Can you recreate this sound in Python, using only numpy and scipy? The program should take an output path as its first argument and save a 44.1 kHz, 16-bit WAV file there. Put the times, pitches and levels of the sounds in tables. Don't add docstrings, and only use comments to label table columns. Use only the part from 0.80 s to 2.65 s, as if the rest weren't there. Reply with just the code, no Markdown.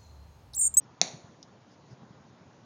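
import sys
import numpy as np
from scipy import signal
from scipy.fft import rfft, irfft, next_fast_len
from scipy.io import wavfile
from scipy.ndimage import uniform_filter1d

SR = 44100
rng = np.random.default_rng(int(sys.argv[2]) if len(sys.argv) > 2 else 0)


def log_audio(samples):
    frames = np.atleast_2d(samples).T
    limited = np.clip(frames, -1, 1)
    pcm = np.round(limited * 32767).astype(np.int16)
    wavfile.write(sys.argv[1], SR, pcm)


N = 81585

# (frequency [Hz], relative level [dB])
HUSH_EQ = [(15, -70.5), (25, -44), (53, -31), (69, -10.5), (120, -1), (197, -3.5), (243, -6), (469, -11.5),
           (553, -11.5), (1070, -14.5), (1200, -18), (1380, -19), (2600, -28), (6800, -31), (8840, -61),
           (15000, -120)]
# (frequency [Hz], relative level [dB])
HISS_EQ = [(4000, -30.5), (6500, -5.5), (7200, 2.5), (10000, -3.5)]
# (time [s], pitch [Hz], level [dB])
CHIRP_CONTOUR = [(.010, 5625, -80), (.020, 5780, -68), (.036, 5695, -68), (.044, 5450, -63.5),
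                 (.049, 5050, -73), (.056, 4900, -82)]
# (time [s], level [dB])
HEEL_HITS = [(.21466, -8), (.21495, -0.37), (.21599, -12)]
# (frequency [Hz], relative level [dB], t60 [s])
HEEL_MODES = [(200, -43, .09), (419, -41.5, .021), (698, -18.5, 0.017), (2254, -34, .033),
              (2566, -16, .0085), (3818, 5.5, .0011), (3984, -29, 0.03836), (4480, -3.5, 0.0045),
              (5452, 8.5, .0024), (5920, -25.5, 0.024), (6600, -29, 0.016), (9130, -7.5, .0057)]
# (frequency [Hz], gain [dB])
SHOE_EQ = [(60, -21.5), (170, 1), (2700, 0), (3030, -23), (3400, 0)]
# (delay [s], gain [dB])
SLAPBACKS = [(.0335, -27), (.0372, -32), (.057, -30.5), (.063, -29), (.069, -31)]
# (frequency [Hz], gain [dB])
SLAPBACK_EQ = [(500, 0), (2500, -1), (4000, 4.5), (5500, -6), (9000, -8)]
# (frequency [Hz], relative level [dB])
REVERB_EQ = [(60, -26.5), (170, 2.5), (400, 1.5), (740, 4.5), (1050, -7), (1650, -7.5), (2350, 0),
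             (3050, -10.5), (3850, 2.5), (4500, 2), (5050, -11), (5750, 4), (6800, 2), (9500, -4)]
# (frequency [Hz], t60 [s])
REVERB_DECAY = [(150, .55), (700, 0.67), (2300, .48), (4000, .46), (6500, .42)]
# (time [s], level [dB], pitch [Hz])
BUMP_HITS = [(.334, -32, 149), (0.342, -31, 166), (.442, -32.5, 126), (.580, -47, 170), (1.110, -41, 129),
             (1.126, -30.5, 138), (1.218, -33.5, 143), (1.232, -33, 215), (1.305, -30.5, 159),
             (1.612, -37, 169.8), (1.672, -39, 115)]
# (time [s], level [dB], pitch [ratio])
TICK_AND_PIP = [(.6284, -35, 1), (.6290, -41.5, 1.05), (0.6336, -46, 0.93), (1.535, -60, .68)]
# (frequency [Hz], relative level [dB], t60 [s])
PING_MODES = [(3950, -6.5, 0.0063), (5260, 0.5, 0.0057), (5760, 1.5, 0.0057), (9200, -6, 0.0026)]
# (peak time [s], width [s], level [dB])
RUSTLE_SWELLS = [(.925, 0.018, -67.5), (1.122, 0.018, -65.5)]
# (frequency [Hz], relative level [dB])
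CLOTH_EQ = [(2500, -32), (5000, 10), (7000, 2.5), (10000, -2.5)]
# (frequency [Hz], gain [dB])
MIC_EQ = [(25, -17), (60, -4.5), (120, 0), (6900, 0.5), (7200, -10), (7450, -26.5), (8050, -31.5),
          (8600, -30), (8850, -18.5), (9200, -12.5), (9800, -21), (10400, -35.5), (10900, -56)]


def amp(db):
    return 10 ** (np.asarray(db) / 20)


def unit(x):
    return x / np.sqrt(np.mean(x ** 2) + 1e-20)


def along(points, hz):
    f, v = np.transpose(points)
    return np.interp(np.log(hz + 1), np.log(f + 1), v)


def since(s):
    return np.maximum(np.arange(N) / SR - s, 0)


def eq(x, curve):
    m = 2 * next_fast_len(N)
    cepstrum = irfft(np.log(amp(along(curve, np.fft.rfftfreq(m, 1 / SR))) + 1e-6), m)
    cepstrum[1:m // 2] *= 2
    cepstrum[m // 2 + 1:] = 0
    return irfft(rfft(x, m) * np.exp(rfft(cepstrum)), m)[:N]


def noise(curve):
    return unit(eq(rng.standard_normal(N), curve))


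def moving_eq(x, gain):
    hz, t, spectrum = signal.stft(x, SR, nperseg=256)
    return signal.istft(spectrum * gain(hz[:, None], t[None]), SR, nperseg=256)[1][:N]


def struck(hits, modes, attack_s):
    out = np.zeros(N)
    for s, db in hits:
        start = int(s * SR)
        t = since(s)[start:start + SR // 8]
        ring = sum(amp(level - 60 * t / t60) * np.sin(2 * np.pi * hz * t) for hz, level, t60 in modes)
        out[start:start + len(t)] += amp(db) * ring * (1 - np.exp(-t / attack_s))
    return out


def hush(bed_db=-56.5, flutter_db=1.5, hiss_db=-75.5):
    def patches(hz, t):
        across_bands = uniform_filter1d(rng.standard_normal((hz.size, t.size)), size=4, axis=0)
        return amp(flutter_db * unit(uniform_filter1d(across_bands, size=16, axis=1)))

    bed = unit(moving_eq(noise(HUSH_EQ), patches))
    return amp(bed_db) * bed + amp(hiss_db) * noise(HISS_EQ)


def bird():
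    s, hz, db = np.transpose(CHIRP_CONTOUR)
    t = since(0)
    envelope = amp(np.interp(t, s, db, left=-120, right=-120))
    return envelope * np.sin(2 * np.pi * np.cumsum(np.interp(t, s, hz)) / SR)


def heel_clack():
    return eq(struck(HEEL_HITS, HEEL_MODES, attack_s=0.00023), SHOE_EQ)


def plaza_reverb(onset_s, near_db=-28.5, near_t60_s=0.14, tail_db=-33.5, far_db=-58, far_t60_s=1.5):
    def tail_decay(hz, s):
        return amp(tail_db - 60 * np.maximum(s - onset_s, 0) / along(REVERB_DECAY, hz))

    grain_db, rise_s = 4, 0.003
    t = since(onset_s)
    grains = rng.standard_normal(N)
    grains *= amp(grain_db * unit(uniform_filter1d(rng.standard_normal(N), size=40)))
    near = unit(eq(grains, REVERB_EQ)) * amp(near_db - 60 * t / near_t60_s)
    tail = moving_eq(noise(REVERB_EQ), tail_decay)
    far = noise(REVERB_EQ) * amp(far_db - 60 * t / far_t60_s)
    return (near + tail + far) * (1 - np.exp(-t / rise_s))


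def slapbacks(clack):
    echoes = sum(amp(db) * np.pad(clack, (int(s * SR), 0))[:N] for s, db in SLAPBACKS)
    return eq(echoes, SLAPBACK_EQ)


def bumps(t60_s=0.037):
    return sum(struck([(s, db)], [(hz, 0, t60_s)], attack_s=0.004) for s, db, hz in BUMP_HITS)


def tick_and_bird_pip(wet_db=-11.5, tail_t60_s=0.096):
    pings = sum(struck([(s, db)], np.array(PING_MODES) * [ratio, 1, 1], attack_s=0.00023)
                for s, db, ratio in TICK_AND_PIP)
    tail = rng.standard_normal(N) * amp(-60 * since(0) / tail_t60_s)
    return pings + amp(wet_db) * signal.fftconvolve(pings, tail / np.linalg.norm(tail))[:N]


def cloth_rustles():
    t = since(0)
    swells = sum(amp(db) * np.exp(-((t - s) / width) ** 2 / 2) for s, width, db in RUSTLE_SWELLS)
    return swells * noise(CLOTH_EQ)


def scene():
    clack = heel_clack()
    heels = clack + plaza_reverb(onset_s=HEEL_HITS[0][0]) + slapbacks(clack)
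    return (hush() + bird() + heels + bumps() + tick_and_bird_pip() + cloth_rustles())[None]


def record(dry, cutoff_hz=10900):
    m = 2 * next_fast_len(N)
    passband = np.fft.rfftfreq(m, 1 / SR) < cutoff_hz
    return irfft(rfft(eq(dry[0], MIC_EQ), m) * passband, m)[None, :N]


dry = scene()
out = record(dry)
log_audio(out)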